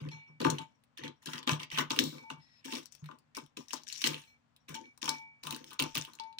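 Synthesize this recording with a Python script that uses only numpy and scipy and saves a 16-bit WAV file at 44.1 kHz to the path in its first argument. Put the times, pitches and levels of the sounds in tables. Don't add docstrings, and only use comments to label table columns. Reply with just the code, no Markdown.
import sys
import numpy as np
from scipy import signal
from scipy.fft import rfft, irfft, next_fast_len
from scipy.io import wavfile
from scipy.ndimage import uniform_filter1d

SR = 44100
rng = np.random.default_rng(int(sys.argv[2]) if len(sys.argv) > 2 else 0)


def field_ratio(decibels):
    return 10 ** (np.asarray(decibels, dtype=float) / 20)


def put_to_file(sound):
    columns = np.atleast_2d(sound).T
    safe = np.clip(columns, -1, 1)
    whole_steps = np.round(safe * 32767)
    wavfile.write(sys.argv[1], SR, whole_steps.astype(np.int16))


N = 281799

# f/Hz, density/dB
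AIR_SPECTRUM = [(18, -57), (30, -36.5), (47, -20), (135, -6), (197, -14), (234, -11), (325, -33),
                (359, -25.5), (536, -21.5), (639, -22), (1000, -21.5), (1320, -23.5), (8000, -43.5),
                (11000, -62), (15600, -87.5), (22000, -120)]
AIR_DB = -76.5
# f/Hz, level/dB
HUM_LINES = [(140.0, -95), (236.9, -84), (285.3, -89.5)]

# t/s, coarse level/dB, fine over coarse/dB, hold/s, t60/s
CRUSHES = [(0, -57, -21, 0.07, 0.083), (0.106, -54, -23, 0.0049, 0.46), (0.398, -46, -3.5, 0.072, 0.27),
           (0.44, -38, -15, .02, 0.18), (0.508, -50.5, -2.5, .01, 0.35), (0.578, -56, -24, 0.058, 0.054),
           (0.971, -42.5, -26, 0.0074, 0.23), (1.034, -42, -21, 0.022, 0.1),
           (1.217, -65, 2.5, 0.027, 0.072), (1.254, -44.5, -8.5, 0.012, 0.23), (1.29, -52.5, 4, .1, 0.053),
           (1.467, -42.5, 4, .025, 0.13), (1.504, -32, 0, 0.0047, .13), (1.592, -45.5, -12.5, 0.047, 0.046),
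           (1.711, -39, -8, 0.098, .15), (1.778, -32, -5, 0.031, 0.069), (1.897, -44, 5, 0.0092, 0.38),
           (1.965, -47, -4.5, 0.026, .1), (1.985, -43.5, 20, 0.0043, .06), (2.005, -57, 2, 0.12, 0.43),
           (2.296, -58, 8, 0.012, 0.138), (2.38, -72, -26, 0.25, .1), (2.641, -52.5, 6, 0.14, 0.19),
           (2.712, -51.5, 12.5, 0.058, 0.14), (2.913, -75, 16.5, 0.023, 0.33),
           (3.041, -64.5, -16, 0.076, 0.27), (3.346, -53.5, 7.5, 0.037, 0.17),
           (3.566, -59, 13.5, 0.0068, 0.26), (3.687, -67.5, 17.5, 0.085, .1),
           (3.724, -52.5, 10.5, 0.022, 0.2), (3.865, -60, 16, 0.23, .1), (4.007, -47.5, 6, .015, .1),
           (4.047, -39, 1.5, 0.017, .1), (4.054, -36.5, 9.5, 0.011, 0.16), (4.097, -45, -2, 0.025, 0.39),
           (4.68, -51, 1, 0.029, 0.19), (4.74, -40.5, 1, 0.0054, 0.091), (4.792, -68.5, 8, .01, 0.39),
           (5.014, -46, 5, 0.015, .1), (5.047, -45, 2, .055, .28), (5.429, -53, 6.5, 0.11, .3),
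           (5.661, -65.5, 12, .04, .2), (5.723, -63.5, -2, 0.034, 0.076), (5.788, -43, 6, 0.01, 0.36),
           (5.944, -41.5, 7, 0.015, 0.3), (5.994, -50.5, -1, 0.02, 0.33), (6.197, -62.5, -28, 0.011, 0.23)]
CRUSH_RISE_S, SIZZLE_UNDER_DB, SIZZLE_FOLLOWS_FINE = 0.0032, -15, 0.57
# f/Hz, density/dB
CRUNCH_SPECTRUM = [(880, -39), (1500, -8), (1790, -1.5), (2850, -8.5), (3620, -4), (4030, -17.5),
                   (5750, -6), (7950, -13), (9500, -24), (12400, -55.5), (20900, -120)]
# f/Hz, density/dB
SIZZLE_SPECTRUM = [(5000, -10), (8500, -5), (9390, 1), (11100, -12.5), (13300, -9), (14400, -13),
                   (15100, 4.5), (16200, -17.5), (16500, -44)]
# f/Hz, width/Hz, level/dB
HOLLOW_MODES = [(626, 36, -11.5), (830, 47, -8.5), (889.5, 34, 0), (1026.4, 41, 2.5), (1187, 60, -1),
                (1510, 160, -9.5)]

# t/s, deep level/dB, high level/dB, hollow level/dB, rings until hand damps it/s
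THUDS = [(0, -44.5, -52, -57.5, 0.032), (.05, -46, -46.5, -57, 0.025), (0.116, -51.5, -62.5, -63, 0.058),
         (0.278, -62, -70, -74.5, 0.15), (0.401, -39.5, -34, -47, 0.054), (0.443, -28, -30, -33, .04),
         (.49, -34, -35.5, -47.5, 0.055), (.584, -49, -52, -47.5, 0.023), (0.984, -48.5, -52.5, -61, .04),
         (1.034, -48.5, -44.5, -53, 0.057), (1.257, -48.5, -46.5, -53, 0.032),
         (1.33, -53, -50, -49.5, 0.11), (1.47, -51, -33.5, -31.5, 0.035), (1.503, -35, -45, -41, .06),
         (1.598, -56.5, -54, -49, .03), (1.715, -50.5, -56.5, -45.5, .05), (1.775, -38, -38.5, -32, 0.052),
         (1.902, -47, -40.5, -40, 0.027), (1.96, -51, -44.5, -47, .02), (1.988, -39, -34, -45, .08),
         (2.12, -53.5, -47.5, -56, 0.097), (2.299, -58, -56, -47.5, 0.018),
         (2.318, -54.5, -76.5, -62.5, 0.06), (2.65, -65, -49, -61, .04), (2.722, -57, -41.5, -47.5, 0.069),
         (3.008, -48, -70.5, -66.5, .05), (3.088, -71, -59, -53.5, 0.044), (3.364, -67, -45.5, -45.5, .01),
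         (3.41, -61, -60, -64.5, 0.027), (3.569, -57.5, -43.5, -57, 0.009),
         (3.728, -75, -44.5, -47.5, 0.0046), (4.039, -52.5, -40, -44, 0.022),
         (4.063, -45.5, -40.5, -46, 0.097), (4.684, -48, -47.5, -52, .05), (4.744, -66, -53, -58, 0.036),
         (4.8, -80, -56, -70, 0.066), (5.022, -59, -48, -41.5, .05), (5.079, -61.5, -48.5, -50, 0.066),
         (5.437, -54, -58.5, -54, .03), (5.471, -51, -56, -47, .03), (5.52, -64, -50.5, -57, 0.045),
         (5.6, -67, -56, -70, .14), (5.705, -73, -64, -54, 0.031), (5.794, -41, -37, -42, 0.057),
         (5.953, -43, -44, -46, 0.027), (6.07, -64, -64, -54.5, 0.16)]
THUD_RISE_S, DEEP_LAG_S, THUD_SAG_T60_S, THUD_DAMPED_T60_S = 0.0095, 0.015, 0.5, 0.16
# f/Hz, width/Hz, level/dB
DEEP_MODES = [(40, 40, -39.5), (102, 7, -23), (150.6, 4.7, -1)]
# f/Hz, width/Hz, level/dB
HIGH_MODES = [(231.7, 19.3, -2.5), (264.5, 18, 0.5), (305.3, 13, -1), (340.5, 19, -3), (380.4, 64, -9.5),
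              (502.7, 48, -7)]

# t/s, f/Hz, level/dB
PINGS = [(.005, 5220, -74), (.275, 5520, -72), (.745, 5600, -80), (1.16, 5600, -80), (2.991, 6550, -65.5),
         (3.07, 5600, -76.5), (3.186, 4870, -77), (3.451, 5590, -71.5), (4.6, 5600, -78),
         (5.41, 6520, -81.5)]

# t/s, level/dB, f/Hz, body over level/dB, sizzle over level/dB
SNAPS = [(0.0497, -53.5, 2030, 9.5, -34), (0.0876, -39, 2600, -20.5, -45), (0.1148, -47, 4170, -11, -46),
         (0.4028, -30, 3120, -1.5, -19), (0.415, -27.5, 2960, -5, -25), (0.4474, -20, 1770, 3, -30),
         (0.4676, -34, 3140, 7.5, -16), (0.5008, -17, 6350, -18.5, -22.5),
         (0.5838, -26.5, 3260, -23.5, -47.5), (0.6136, -43.5, 2870, -11, -44),
         (0.837, -58.5, 1990, -26.5, -5.5), (0.975, -39.5, 2840, -18, -9.5),
         (1.0361, -34, 3390, -20.5, -36), (1.0789, -35.5, 3200, -19, -45), (1.2273, -54.5, 3270, -4, -4),
         (1.2586, -28, 6120, -26.5, -15.5), (1.2712, -28.5, 4130, -20, -25), (1.2864, -36.5, 2840, -4, -13),
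         (1.3329, -28, 1970, -22, -23.5), (1.3555, -38, 3190, -26, -20), (1.3799, -30.5, 2810, -20, -27),
         (1.4288, -36, 3250, -20, -35.5), (1.4749, -20.5, 3220, -13.5, -37),
         (1.492, -11.5, 2650, -12.5, -44.5), (1.5325, -27.5, 2950, -9, -32),
         (1.6003, -33, 3190, -14.5, -31), (1.6311, -31, 2820, -22.5, -36.5),
         (1.7021, -38.5, 2890, -17.5, -29), (1.716, -35.5, 2990, -15, -25),
         (1.7749, -24, 3150, -4.5, -17.5), (1.785, -19, 2940, -14, -22.5), (1.9053, -20, 3340, -15, -27.5),
         (1.9622, -32, 2690, -8.5, -9.5), (1.9903, -17.5, 3780, -43, -6.5), (2.038, -28, 5830, -20, -8),
         (2.1822, -42, 1940, -24, -34), (2.3017, -33.5, 2790, 0, -46), (2.6523, -37.5, 3180, -23, -5),
         (2.7063, -38, 3230, -24.5, -21), (2.7224, -32, 4400, -22, -27), (2.7351, -28.5, 4140, -27, -19),
         (2.831, -42.5, 5700, -27, -18), (2.8567, -37, 5640, -45, -11), (2.9223, -38.5, 6930, -38, -26),
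         (2.9498, -44.5, 5640, -25, -5), (3.0414, -47, 1930, -26, -16), (3.0589, -41.5, 1920, -31, -19),
         (3.0877, -51, 2210, 12.5, -37), (3.1128, -47.5, 2850, 6, -46), (3.1864, -61, 4900, -10, 2),
         (3.349, -49, 4340, -8, -8), (3.3682, -31.5, 5540, -16, -7.5), (3.462, -52, 3260, -30, -17),
         (3.5703, -33.5, 2870, -15.5, -14.5), (3.6047, -47, 5670, -4, -24),
         (3.683, -39, 5800, -37.5, -26.5), (3.7065, -35.5, 2850, -26.5, -17.5),
         (3.732, -21.5, 7100, -10.5, -25), (3.7387, -25.5, 5860, -22, -22), (3.774, -40, 4000, -24, -24.5),
         (3.8344, -40, 5930, -39, -21), (3.8673, -58, 6250, -45, -19.5), (3.8857, -31, 6000, -51, -38),
         (3.9005, -34, 2800, -40, -22), (3.925, -25, 6500, -41.5, -24.5), (3.9602, -35.5, 4460, -41, -33),
         (3.9788, -32.5, 5720, -36, -23), (4.0177, -20.5, 5130, -24.5, -20.5),
         (4.0406, -13.5, 3160, -27.5, -39), (4.0626, -21, 4500, -24.5, -19),
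         (4.0726, -14.5, 5750, -22, -13.5), (4.143, -28, 2730, -26, -29), (4.1793, -40, 2940, -8, -31.5),
         (4.2172, -48.5, 6440, -14, -29), (4.2374, -50, 3280, -21.5, -26.5),
         (4.5631, -53.5, 3270, -25.5, -6.5), (4.6848, -43, 2130, -24.5, -20),
         (4.6909, -41.5, 2070, -13, -3), (4.7512, -37.5, 3200, -11.5, -16), (4.9757, -52, 5040, -7, -2),
         (5.019, -43.5, 2750, -7, -17), (5.0414, -29, 5610, -24, -13), (5.0562, -25.5, 5750, -22, -24),
         (5.0782, -24.5, 2340, -6, -29), (5.0906, -16, 5680, -17, -16), (5.4348, -33.5, 4080, -15, -10),
         (5.469, -30, 2810, -8, -7.5), (5.5074, -30, 3770, -8, -3.5), (5.5248, -31.5, 2740, -5, -7),
         (5.546, -32.5, 4090, -26, -16), (5.5623, -34.5, 2720, -25, -9), (5.6421, -46, 3150, -19, -4),
         (5.7063, -42.5, 3040, -16, -10), (5.7142, -43, 3070, -11, -20), (5.7304, -43, 3550, -8, -0.5),
         (5.7926, -19, 4300, -11, -24), (5.798, -17.5, 2790, -31, -13.5), (5.8232, -23, 2730, -21, -5),
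         (5.9529, -23, 2670, -11.5, -9), (5.9774, -26, 2820, -28, -5.5), (6.0494, -36, 2770, -33, -14),
         (6.134, -44.5, 4200, -26.5, -7), (6.1514, -43.5, 7310, -34, -12), (6.1878, -42, 2310, -20, -38),
         (6.1977, -32.5, 4190, -19, -48), (6.2364, -45.5, 4130, -9, -47), (6.327, -53, 3670, -21, -38),
         (6.3854, -28.5, 3710, -33, -42)]
KNOCK_UNDER_BODY_DB, TEARING_DB = -1.5, -11
SMALL_PER_S, SMALL_OVER_CRUMBLING_DB, SMALL_SPREAD_DB = 30, 7.5, 10.5
SMALL_MEDIAN_HZ, SMALL_MEAN_BODY_DB, SMALL_MEAN_SIZZLE_DB = 3680, -26.5, -24.5

# t/s, first mode level/dB, second mode level/dB, upper modes level/dB, free ringing/s
CLINKS = [(.114, -62, -58.5, -62, 0.27), (.17, -61, -79, -96, 0.011), (.448, -36.5, -74, -50.5, 0.038),
          (.585, -51.5, -71, -77, 0.051), (.71, -92, -88, -101, 0.042), (1.03, -54, -70, -73, 0.058),
          (1.48, -54, -54, -75, 0.067), (1.905, -47.5, -65, -75, 0.032), (2.179, -70, -67.5, -83, 0.067),
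          (2.235, -55, -63, -85, 0.07), (2.31, -64, -74, -88, .1), (2.68, -58, -72, -88, 0.076),
          (4.07, -57.5, -79, -75, 0.21), (4.275, -90, -72, -74.5, 0.093), (4.75, -46, -67, -66, 0.043),
          (4.84, -86, -69.5, -80.5, 0.088), (5.078, -41.5, -57, -75, 0.065), (5.145, -54, -57, -82, 0.3),
          (5.47, -55, -82, -80, 0.23), (5.82, -55, -83, -84, 0.2), (5.96, -58, -79, -80, 0.19),
          (6.198, -44, -69, -76, .3), (6.27, -65, -72, -82, 0.06)]
# f/Hz, level/dB, t60/s, split/Hz
GLASS_MODES = [(896, 0, .4, 4), (2288, 5, .6, 3), (4167, -1, .3, 7), (5588, -2, .2, 9), (6422, -5, .22, 8),
               (9370, -22, .13, 12)]
GLASS_ROUGH_RAD = 0.011

# t/s, level/dB, hold/s, t60/s
SCRAPES = [(1.991, -43.5, 0.061, .35)]
# f/Hz, width/Hz, level/dB
SCRAPE_BANDS = [(3670, 900, 2), (5500, 1300, -1), (7100, 1400, -2), (9200, 1800, -6), (14200, 2200, -5)]

# t/s, f/Hz, level/dB
SQUEAK = [(2.38, 5120, -87.5), (2.428, 5149, -68), (2.472, 5370, -76), (2.596, 5190, -70.5),
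          (2.624, 5160, -87.5), (2.63, 5270, -111)]

# f/Hz, t60/s
KITCHEN_DECAY = [(150, 0.52), (1000, 0.22), (4000, 0.2), (12000, 0.047)]
# f/Hz, left over right/dB
PORT_BALANCE = [(60, 0.5), (92, 4.5), (140, 0.5), (210, 2), (330, 6), (500, 4.5), (770, 9.5), (1170, 12.5),
                (1790, 4.5), (2740, -5.5), (4190, 7), (6410, 23.5), (9810, 23.5), (15000, 21)]
LEFT_LAG_S = 32 / SR


def unit(x):
    return x / np.sqrt(np.mean(x ** 2) + 1e-20)


def along(points, hz):
    f, v = np.transpose(points)
    return np.interp(np.log(hz + 1), np.log(f + 1), v)


def curves(rows):
    s, *cols = np.transpose(rows)
    return [np.interp(np.arange(N) / SR, s, c) for c in cols]


def filtered(x, response):
    m = 2 * next_fast_len(x.shape[-1] // 2 + 4096)
    return irfft(rfft(x, m) * response(np.fft.rfftfreq(m, 1 / SR)), m)[..., :x.shape[-1]]


def causal(db):
    cep = irfft(np.log(field_ratio(db) + 1e-5))
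    half = cep.shape[-1] // 2
    cep[..., 1:half] *= 2
    cep[..., half + 1:] = 0
    return np.exp(rfft(cep))


def coloured(x, spectrum):
    return filtered(x, lambda hz: causal(along(spectrum, hz)))


def resonant(x, modes):
    def response(f):
        return sum((-1) ** k * field_ratio(db) * 1j * f * w / (c * c - f * f + 1j * f * w)
                   for k, (c, w, db) in enumerate(modes))
    return filtered(x, response)


def placed(times_s, rows):
    length = rows.shape[-1]
    start = np.round(np.asarray(times_s) * SR).astype(int)
    at = (start[:, None] + np.arange(length)).ravel()
    ports = rows.reshape(-1, len(times_s), length)
    return np.array([np.bincount(at, port.ravel(), N + length)[:N] for port in ports])


def paired(shape, alike):
    alike = np.clip(alike, 0, 1)
    shared = rng.standard_normal(shape)
    return np.sqrt(alike) * shared + np.sqrt(1 - alike) * rng.standard_normal((2, *shape))


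def crumbs(per_s, spread_db, hiss_db):
    size = field_ratio(spread_db * rng.exponential(size=N)) * rng.standard_normal(N)
    breaks = unit(size * (rng.random(N) < per_s / SR))
    return unit(breaks + field_ratio(hiss_db) * rng.standard_normal(N))


def grains(per_s, hz, spread, cycles, spread_db):
    count = int(per_s * N / SR)
    s = rng.uniform(0, N / SR, count)
    pitch_hz = hz * np.exp(spread * rng.standard_normal((count, 1)))
    u = pitch_hz * np.arange(256) / SR
    size = field_ratio(spread_db * rng.exponential(size=(count, 1))) * paired((count, 1), alike=0.4)
    return unit(placed(s, size * np.sin(2 * np.pi * u) * u * np.exp(-3 * u / cycles)))


def banded(x, depth_db):
    z = signal.stft(x, nperseg=512)[2]
    field = uniform_filter1d(rng.standard_normal(z.shape[-2:]), size=5, axis=0)
    field = uniform_filter1d(field, size=22, axis=1)
    return unit(signal.istft(z * field_ratio(depth_db * unit(field)), nperseg=512)[1][..., :N])


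def swells(s, db, rise_s, hold_s, t60_s, sag_t60_s=np.inf):
    grid_s = np.arange(0, N / SR + 1e-3, 1e-3)
    t = grid_s[:, None] - s
    sag = np.maximum(t, 0) / sag_t60_s
    decay = np.maximum(t - rise_s - hold_s, 0) / t60_s
    power = field_ratio(2 * (db - 60 * (sag + decay))) * np.clip(t / rise_s, 0, 1) ** 2
    return np.interp(np.arange(N) / SR, grid_s, 10 * np.log10(power.sum(1) + 1e-12))


def room_tone():
    own, shared = rng.standard_normal((2, N)), rng.standard_normal(N)
    treble = filtered(own, lambda hz: hz / (hz + 150))
    bass = filtered(shared, lambda hz: 150 / (hz + 150))
    t = np.arange(N) / SR
    hum = 0
    for hz, db in HUM_LINES:
        waver = np.cumsum(0.013 * rng.standard_normal(N))
        hum = hum + np.sqrt(2) * field_ratio(db) * np.sin(2 * np.pi * hz * t + waver)
    return field_ratio(AIR_DB) * unit(coloured(treble + bass, AIR_SPECTRUM)) + hum


def crushing():
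    s, db, fine_db, hold_s, t60_s = np.transpose(CRUSHES)
    return [swells(s, level, CRUSH_RISE_S, hold_s, t60_s) for level in (db, db + fine_db)]


def thud_levels():
    s, *levels, rings_s = np.transpose(THUDS)
    return [swells(s + lag_s, db, THUD_RISE_S, rings_s, THUD_DAMPED_T60_S, THUD_SAG_T60_S)
            for db, lag_s in zip(levels, (DEEP_LAG_S, 0, 0))]


def crumbling():
    coarse_db, fine_db = crushing()
    sizzle_db = coarse_db + SIZZLE_FOLLOWS_FINE * (fine_db - coarse_db) + SIZZLE_UNDER_DB
    dull_db = thud_levels()[2]
    hiss = banded(paired((N,), alike=0.6), depth_db=5.5)
    coarse = grains(per_s=540, hz=3040, spread=0.3, cycles=11.0, spread_db=1.5)
    coarse = coarse + field_ratio(1.0) * unit(resonant(hiss, [(2800, 1400, 0)]))
    fine = grains(per_s=800, hz=5600, spread=0.23, cycles=1.4, spread_db=4.0)
    fine = fine + field_ratio(-5) * unit(resonant(hiss, [(5600, 1700, 0)]))
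    crunch = field_ratio(coarse_db - 6.5) * unit(coloured(coarse, CRUNCH_SPECTRUM))
    crunch = crunch + field_ratio(fine_db - 7) * unit(coloured(fine, CRUNCH_SPECTRUM))
    grit = crumbs(per_s=1100, spread_db=3.0, hiss_db=-7.5) + field_ratio(1.5) * hiss
    dull = field_ratio(dull_db - 3) * unit(resonant(grit, HOLLOW_MODES))
    sizzle = field_ratio(sizzle_db) * unit(coloured(grit, SIZZLE_SPECTRUM))
    loaded_glass = resonant(crunch, [(hz, 30, 3) for hz, *rest in GLASS_MODES[1:]])
    return crunch + loaded_glass + dull + sizzle


def thuds():
    deep_db, high_db, _ = thud_levels()
    deep = resonant(crumbs(per_s=120, spread_db=5.5, hiss_db=12.5), DEEP_MODES)
    deep = field_ratio(deep_db) * unit(resonant(deep, [(128, 87, 0)]))
    high = resonant(crumbs(per_s=220, spread_db=1.0, hiss_db=3), HIGH_MODES)
    high = field_ratio(high_db) * unit(resonant(high, [(310, 550, 0)]))
    return deep + high


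def tines():
    s, hz, db = np.transpose(PINGS)[..., None]
    t = np.arange(SR // 5) / SR
    rough = np.cumsum(0.078 * rng.standard_normal((len(s), len(t))), axis=1)
    envelope = field_ratio(db + 3.5 - 60 * t / 0.15) * (1 - np.exp(-t / 0.0034))
    return placed(s[:, 0], envelope * np.sin(2 * np.pi * hz * t + rough))


def small_snaps():
    when, weakness = rng.random((int(SMALL_PER_S * N / SR), 2)).T
    scatter = rng.standard_normal((len(when), 3))
    around_db = np.maximum(*crushing())[(when * N).astype(int)]
    db = around_db + SMALL_OVER_CRUMBLING_DB - SMALL_SPREAD_DB * weakness
    hz = SMALL_MEDIAN_HZ * np.exp(0.3 * scatter[:, 0])
    body_db = SMALL_MEAN_BODY_DB + 6 * scatter[:, 1]
    sizzle_db = SMALL_MEAN_SIZZLE_DB + 6 * scatter[:, 2]
    return np.c_[when * N / SR, db, hz, body_db, sizzle_db]


def snaps():
    s, db, hz, body_db, sizzle_db = np.vstack([SNAPS, small_snaps()]).T
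    count, hz = len(s), hz[:, None]
    t = np.arange(1024) / SR
    lumps = 4 * uniform_filter1d(rng.standard_normal((count, len(t))), size=16, axis=1)
    tearing = field_ratio(TEARING_DB - 60 * t / 0.038) * field_ratio(6 * lumps)
    burst = (1 - np.exp(-t / 0.000087)) * (field_ratio(-60 * t / 0.0033) + tearing)
    noise = paired((3, count, len(t)), alike=0.5) * burst
    noise[..., 2] += 3 * rng.choice([-1, 1], count)

    f = np.fft.rfftfreq(len(t), 1 / SR)
    width_hz = 0.2 * hz
    colour = 0.06 + 1j * f * width_hz / (hz ** 2 - f * f + 1j * f * width_hz)
    shards_hz = hz * np.exp(0.45 * rng.standard_normal((count, 4)))
    for shard_hz in shards_hz.T[..., None]:
        colour = colour + 0.5j * f * 250 / (shard_hz ** 2 - f * f + 1j * f * 250)
    pitched = irfft(rfft(noise[:, 0]) * colour)
    pitched /= np.abs(pitched).max(2).mean(0)[:, None]

    crack = resonant(placed(s, field_ratio(db + 2.5)[:, None] * pitched), [(3560, 3630, 0.012)])
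    sizzle = coloured(placed(s, field_ratio(db + sizzle_db + 7)[:, None] * noise[:, 1]), SIZZLE_SPECTRUM)
    body = resonant(placed(s, field_ratio(db + body_db + 18.5)[:, None] * noise[:, 2]), HOLLOW_MODES)
    knock = field_ratio(db + body_db + KNOCK_UNDER_BODY_DB + 6.0)[:, None] * np.hanning(48)
    push = placed(s, knock * rng.choice([-1, 1], (count, 1)))
    counter = resonant(push, DEEP_MODES) + field_ratio(-0.5) * resonant(push, HIGH_MODES)
    return crack + sizzle + body + counter


def bowl():
    t = np.arange(SR // 2) / SR
    rings = []
    for s, first_db, second_db, upper_db, free_s in CLINKS:
        levels_db = [first_db, second_db] + list(upper_db + rng.normal(0, 2, len(GLASS_MODES) - 2))
        ring = 0
        for level_db, (hz, db, t60_s, split_hz) in zip(levels_db, GLASS_MODES):
            start, twin_start = rng.uniform(0, 2 * np.pi, 2)
            rough = np.cumsum(GLASS_ROUGH_RAD * rng.standard_normal(len(t)))
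            main = np.sin(2 * np.pi * hz * t + start + rough)
            twin = 0.35 * np.sin(2 * np.pi * (hz + split_hz) * t + twin_start)
            ring = ring + field_ratio(level_db + db + 6 - 60 * t / t60_s) * (main + twin)
        damping = field_ratio(-60 * np.maximum(t - free_s, 0) / 0.017)
        rings.append(ring * (1 - np.exp(-t / 0.00067)) * damping)
    return placed([row[0] for row in CLINKS], np.array(rings))


def scrape():
    s, db, hold_s, t60_s = np.transpose(SCRAPES)
    grit = crumbs(per_s=1100, spread_db=3.5, hiss_db=-1) + paired((N,), alike=0.6)
    sung = unit(resonant(resonant(grit, SCRAPE_BANDS), SCRAPE_BANDS))
    return field_ratio(swells(s, db, CRUSH_RISE_S, hold_s, t60_s)) * sung


def squeak():
    hz, db = curves(SQUEAK)
    t = np.arange(N) / SR
    fade = np.clip(np.minimum(t - SQUEAK[0][0], SQUEAK[-1][0] - t) / 0.032, 0, 1)
    waver = np.cumsum(0.08 * rng.standard_normal(N))
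    tone = np.sqrt(2) * field_ratio(db) * np.sin(2 * np.pi * np.cumsum(hz) / SR + waver)
    bands = [(1940, 28, 0.5), (3990, 50, -6.0), (4500, 50, -8.0)]
    below = field_ratio(-75.5) * unit(resonant(rng.standard_normal(N), bands))
    return fade * (tone + below)


def kitchen(x, far_db):
    hz, t, z = signal.stft(rng.standard_normal((2, SR // 3)), SR, nperseg=256)
    decay = field_ratio(-60 * t / along(KITCHEN_DECAY, hz)[:, None])
    tail = signal.istft(z * decay, SR, nperseg=256)[1]
    tail = np.pad(field_ratio(far_db) * tail / np.linalg.norm(tail[0]), ((0, 0), (90, 0)))
    tail[:, 0] = 1
    return signal.fftconvolve(x * np.ones((2, 1)), tail, axes=1)[:, :N]


def scene():
    steady = kitchen(bowl() + tines() + squeak() + scrape() + crumbling(), far_db=-14)
    return kitchen(snaps(), far_db=-10.0) + steady + thuds() + room_tone()


def band_limit(x):
    return signal.sosfilt(signal.butter(12, 16990, fs=SR, output="sos"), x)


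def record(dry):
    def ports(hz):
        balance_db = along(PORT_BALANCE, hz)
        left_db = 3 - 10 * np.log10(1 + field_ratio(-2 * balance_db))
        gain = field_ratio(2 + np.array([left_db, left_db - balance_db]))
        return gain * np.exp(-2j * np.pi * hz * np.array([[LEFT_LAG_S], [0]]))
    mix = filtered(dry, ports)
    return band_limit(mix)


dry = scene()
out = record(dry)
put_to_file(out)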